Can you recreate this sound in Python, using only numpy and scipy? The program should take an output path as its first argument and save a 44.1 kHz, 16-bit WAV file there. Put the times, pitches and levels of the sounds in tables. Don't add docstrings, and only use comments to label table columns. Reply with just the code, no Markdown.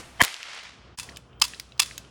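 import sys
import numpy as np
from scipy import signal
from scipy.fft import rfft, irfft, next_fast_len
from scipy.io import wavfile
from scipy.ndimage import uniform_filter1d, minimum_filter1d, map_coordinates

SR = 44100
rng = np.random.default_rng(int(sys.argv[2]) if len(sys.argv) > 2 else 0)


def volts_from_decibels(level):
    exponent = np.asarray(level, float) / 20
    return 10 ** exponent


def generate_wav(signal):
    frames = np.transpose(np.atleast_2d(signal))
    scaled = np.clip(frames, -1, 1) * 32767
    pcm = np.round(scaled).astype(np.int16)
    wavfile.write(sys.argv[1], SR, pcm)


N = 92610
T = np.arange(N) / SR
BLAST_S = 0.2172
# (frequency [Hz], time to fall 60 dB [s])
NEAR_DECAY = [(500, 0.13), (2000, 0.068), (8000, 0.074), (15000, 0.11)]
# (frequency [Hz], time to fall 60 dB [s])
FAR_DECAY = [(500, 0.79), (2000, 0.77), (5000, 0.79), (9000, 0.6), (15000, 0.41)]


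def unit(x):
    return x / np.sqrt(np.mean(x ** 2) + 1e-20)


def along(points, hz):
    f, v = np.transpose(points)
    return np.interp(np.log(hz + 1), np.log(f + 1), v)


def filtered(x, response):
    m = next_fast_len(len(x) + 8192)
    spectrum = rfft(x, m) * response(np.fft.rfftfreq(m, 1 / SR))
    return irfft(spectrum, m)[:len(x)]


def coloured(tone):
    return unit(filtered(rng.standard_normal(N), lambda f: volts_from_decibels(along(tone, f))))


def peak(f, hz, width_hz):
    return 1j * f * width_hz / (hz * hz - f * f + 1j * f * width_hz + 1e-9)


def burst(start, length):
    t = np.clip(T - start, 0, None)
    rise_s = 0.09 * length
    return (1 - np.exp(-t / rise_s)) * volts_from_decibels(-30 * t / length)


def clicks(rows, length):
    out = np.zeros(N)
    for s, db, hz, width_hz in rows:
        noise = rng.standard_normal(1024) * burst(0, length)[:1024]
        click = filtered(noise, lambda f: peak(f, hz, width_hz) ** 3)
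        i = round(s * SR)
        out[i:i + 1024] += volts_from_decibels(db) * click / np.linalg.norm(click) * np.sqrt(length * SR / 20)
    return out


def pulses(rows, tone):
    x = np.zeros(N)
    for s, db in rows:
        x[round(s * SR)] = volts_from_decibels(db)
    return filtered(x, lambda f: volts_from_decibels(along(tone, f)))


def space(x, t60):
    hz, t, z = signal.stft(rng.standard_normal(SR), SR, nperseg=256)
    decay = volts_from_decibels(-60 * t / along(t60, hz)[:, None])
    tail = signal.istft(z * decay, SR, nperseg=256)[1]
    return signal.fftconvolve(x, tail / np.linalg.norm(tail))[:N]


def street():
    # (frequency [Hz], density [dB per Hz, relative])
    rumble_tone = [(25, -58), (52, 0.5), (145, -2.5), (906, -13.5), (1200, -12), (1370, -13.5), (1970, -24),
                   (3210, -19.5), (4060, -43.5), (12000, -74), (15600, -101), (22000, -120)]
    # (centre [Hz], resonance width [Hz], level [dB])
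    hum_bands = [(60.7, 6, -57.5), (123.5, 32, -60.5)]
    # (time [s], length [s], pitch [Hz], level [dB])
    squeaks = [(1.306, 0.31, 3150, -62)]
    level_db, wobble_db = -53, -2.5
    wobble = map_coordinates(rng.standard_normal(30), [T * 9])
    rumble = volts_from_decibels(level_db + wobble_db * wobble) * coloured(rumble_tone)
    hum = np.zeros(N)
    for hz, width_hz, db in hum_bands:
        hum += volts_from_decibels(db) * unit(filtered(rng.standard_normal(N), lambda f: peak(f, hz, width_hz) ** 2))
    squeak = np.zeros(N)
    for s, length, hz, db in squeaks:
        swell = np.sin(np.pi * np.clip((T - s) / length, 0, 1))
        squeak += volts_from_decibels(db) * swell * np.sin(2 * np.pi * hz * T + 3 * wobble)
    return rumble + hum + squeak


def hiss():
    # (time [s], level [dB])
    fade = [(0.0, -39), (0.024, -47), (0.175, -55)]
    # (frequency [Hz], density [dB per Hz, relative])
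    hiss_tone = [(350, -10.5), (600, -12.5), (2070, -13), (2680, -14), (3480, -18), (9490, -23),
                 (16000, -44)]
    s, db = np.transpose(fade)
    return volts_from_decibels(np.interp(T, s, db)) * (T < BLAST_S) * coloured(hiss_tone)


def trigger():
    # (time [s], level [dB], centre [Hz], resonance width [Hz])
    tick_rows = [(1.0892, -29, 2150, 1510), (1.094, -31.5, 4620, 3140), (1.120, -39, 2090, 1500),
                 (1.161, -31.5, 3620, 3280), (1.170, -25.5, 3500, 11350), (1.329, -45, 2930, 1209),
                 (1.399, -37, 5500, 9100), (1.5352, -25.5, 2210, 1800), (1.545, -30, 3940, 3040),
                 (1.5975, -19, 4120, 11800), (1.7207, -35, 3140, 2980), (1.778, -41, 4600, 5920),
                 (1.9098, -28, 2180, 1870), (1.9787, -20, 3870, 11000), (2.0475, -39.5, 2920, 1970)]
    length_s, room_db = 0.006, -13
    ticks = clicks(tick_rows, length_s)
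    return ticks + volts_from_decibels(room_db) * space(ticks, NEAR_DECAY)


def hammer(ticks):
    # (time [s], level [dB])
    snaps = [(1.4162, -2.5), (1.7957, -1.5)]
    # (time after the fall [s], level [dB], length [s])
    contacts = [(-.0023, -22.5, 0.0049), (0, 0, 0.0079), (.0033, 1, 0.0069), (.0057, 0.5, 0.0035),
                (0.0145, -18.5, 0.0045), (0.023, -11.5, 0.014), (0.03, -19, 0.013), (.035, -17.5, 0.0078),
                (0.064, -23, 0.0082)]
    # (time [s], level [dB], length [s])
    soft_fall = [(0.9864, -20.5, .008), (0.997, -21, 0.014), (0.997, -24.5, 0.0076), (1.03, -28, .01),
                 (1.042, -43.5, 0.0077)]
    # (frequency [Hz], gain [dB])
    crack_tone = [(400, -53), (700, -19.5), (1040, 1.5), (1650, -9.5), (3420, 3.5), (3750, 1), (5190, 4.5),
                  (6340, -4), (7060, -1.5), (16000, -16.5)]
    # (frequency [Hz], gain [dB])
    thin_tone = [(600, -31), (1100, -7), (2600, -3), (5000, -2), (10500, -5.5), (12000, -19.5),
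                 (17000, -16)]
    # (pitch [Hz], level [dB], time to fall 60 dB [s])
    body = [(995, -24.5, 0.035), (1190, -31, 0.038), (2643, -29.5, 0.117), (3455, -33.5, 0.23),
            (5017, -27, 0.069), (5290, -30, 0.047), (7260, -33, 0.11)]
    scrape_s, scrape_rise_s, scrape_t60_s, scrape_db = 0.9735, 0.004, 0.3, -37
    soft_echo_db = 8.5
    rattle_ring_db = -27
    near_db, far_db = 6.5, 3

    snap_env = sum(volts_from_decibels(db + d) * burst(s + lag, n) for s, db in snaps for lag, d, n in contacts)
    soft_env = sum(volts_from_decibels(db) * burst(s, n) for s, db, n in soft_fall)
    rise = np.clip((T - scrape_s) / scrape_rise_s, 0, 1)
    since_rise = np.clip(T - scrape_s - scrape_rise_s, 0, None)
    soft_env = soft_env + volts_from_decibels(scrape_db) * rise * volts_from_decibels(-60 * since_rise / scrape_t60_s)

    crackle = snap_env * rng.choice([-1., 1.], N)
    rattle = soft_env * rng.standard_normal(N)
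    hits = filtered(crackle, lambda f: volts_from_decibels(along(crack_tone, f)))
    hits = hits + filtered(rattle, lambda f: volts_from_decibels(along(thin_tone, f)))

    t = T[:SR // 2]
    ring = sum(volts_from_decibels(db - 60 * t / t60) * np.sin(2 * np.pi * hz * t) for hz, db, t60 in body)
    soft_knocks = [(s, db + soft_echo_db) for s, db, n in soft_fall]
    knocks = [(s + lag, db + d) for s, db in snaps for lag, d, n in contacts] + soft_knocks
    strike = pulses(knocks, [(450, -26), (900, -0.5)]) + volts_from_decibels(rattle_ring_db) * (hits + 2 * ticks)
    ringing = signal.fftconvolve(strike, ring)[:N]

    pulse = pulses(snaps + soft_knocks, thin_tone)
    echoes = volts_from_decibels(near_db) * space(pulse, NEAR_DECAY) + volts_from_decibels(far_db) * space(pulse, FAR_DECAY)
    return hits + ringing + echoes


def cap():
    # (time [s], level [dB], length [s])
    onset_bursts = [(0.1954, -24.5, 0.019), (0.2028, -7, 0.032), (0.2096, -5.5, 0.01), (0.2144, 12, 0.011)]
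    # (centre [Hz], width [Hz], level [dB])
    onset_bands = [(716.5, 190, -3), (971, 210, -2), (1930, 600, -0.5), (3150, 290, -4.5)]
    # (frequency [Hz], density [dB per Hz, relative])
    blast_tone = [(150, -72.5), (500, -37), (1000, 5), (2500, -2.5), (5000, -3), (10000, -12),
                  (16000, -23.5), (18000, -51)]
    # (delay [s], level [dB], centre [Hz], resonance width [Hz])
    wall_rows = [(.0078, 20, 2950, 14000), (.0186, -13, 2930, 15450), (.0197, 18, 2880, 15450),
                 (.026, 13, 2435, 9200), (.0316, 19, 3760, 20000), (.047, -21, 2500, 9720),
                 (.063, 9.5, 2440, 3500), (0.1251, 8.5, 3580, 3470), (0.148, 1, 3850, 3000),
                 (0.2126, 6, 3180, 4370), (0.332, -15.5, 7000, 5970), (.418, -25.5, 4970, 9000),
                 (0.453, -63, 7000, 8000)]
    # (frequency [Hz], gain [dB])
    echo_tone = [(250, -16.5), (500, -9), (1000, -3), (2200, 2), (4500, -3), (10500, -10), (12000, -18.5),
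                 (17000, -35)]
    treble_db = -17
    crack_len_s, crack_db = 0.00088, 27
    push_db, push_s, push_lag_s, push_low_hz = 20.5, 0.0008, 0.0034, 48
    small_count, small_span_s, small_db, small_spread_db = 70, 0.45, -3, 10
    wall_len_s = 0.0016
    swell_delay_s, swell_width_s, swell_db, swell_rough_db, swell_top_hz = 0.26, 0.11, -22.5, 2.5, 7000
    near_lag_s = 0.018
    near_db, far_db = 36, 31.5

    def onset_response(f):
        return sum(volts_from_decibels(db) * peak(f, hz, width_hz) ** 3 for hz, width_hz, db in onset_bands)

    dull = unit(filtered(rng.standard_normal(N), onset_response))
    bright = coloured(blast_tone)
    onset_env = sum(volts_from_decibels(db) * burst(s, n) for s, db, n in onset_bursts)
    onset = (dull + volts_from_decibels(treble_db) * bright) * onset_env
    crack = bright * burst(BLAST_S, crack_len_s)
    crack = volts_from_decibels(crack_db) * crack / np.abs(crack).max()

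    u = np.clip(T - BLAST_S - push_lag_s, 0, None) / push_s
    push = filtered(volts_from_decibels(push_db) * u * np.exp(-u), lambda f: (1j * f / (push_low_hz + 1j * f)) ** 4)

    small = []
    for lag, size, pitch in rng.random((small_count, 3)):
        db = small_db - small_spread_db * (2 * lag + size)
        small.append((lag * small_span_s, db, 1500 * 5 ** pitch, 2500))
    walls = clicks([(BLAST_S + s, db, hz, w) for s, db, hz, w in wall_rows + small], wall_len_s)

    rough = map_coordinates(rng.standard_normal(500), [T * 200])
    hump = np.exp(-((T - BLAST_S - swell_delay_s) / swell_width_s) ** 2 / 2)
    far_noise = filtered(coloured(echo_tone), lambda f: 1 / (1 + (f / swell_top_hz) ** 4))
    swell = volts_from_decibels(swell_db + swell_rough_db * rough) * hump * far_noise

    pulse = pulses([(BLAST_S, 0)], echo_tone)
    late_pulse = np.roll(pulse, round(near_lag_s * SR))
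    wash = volts_from_decibels(near_db) * space(late_pulse, NEAR_DECAY) + volts_from_decibels(far_db) * space(pulse, FAR_DECAY)
    return onset + crack + push + walls + wash + swell


def scene():
    dip_start_s, dip_end_s, return_s, dip_db = 0.948, 0.974, 0.012, -28
    fall = np.clip((T - dip_start_s) / (dip_end_s - dip_start_s), 0, 1)
    recovery = np.clip((T - dip_end_s) / return_s, 0, 1)
    dip = volts_from_decibels(dip_db * (fall - recovery))
    ticks = trigger()
    behind = street() + hiss() + cap() * (T < dip_end_s)
    return (dip * behind + hammer(ticks) + ticks)[None]


def low_pass(x):
    return signal.sosfilt(signal.butter(12, 16990, fs=SR, output="sos"), x)


def record(dry):
    limit_db, ahead_s, hold_s, release_db_per_s = 3, 0.00082, 0.17, 48
    top_hz, clip = 16900, 0.93
    need_db = np.minimum(0, limit_db - 20 * np.log10(np.abs(dry[0]) + 1e-9))
    ahead, hold = round(ahead_s * SR), round(hold_s * SR)
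    span = hold + ahead
    held_db = minimum_filter1d(np.pad(need_db, (hold, ahead)), span, origin=0)[span // 2:][:N]
    back_db = release_db_per_s * T
    gain_db = np.minimum.accumulate(held_db - back_db) + back_db
    gain_db = uniform_filter1d(gain_db, ahead)
    x = filtered(dry[0] * volts_from_decibels(gain_db), lambda f: f < top_hz)
    mix = x / (1 + np.abs(x / clip) ** 4) ** (1 / 4)
    return low_pass(mix[None])


dry = scene()
out = record(dry)
generate_wav(out)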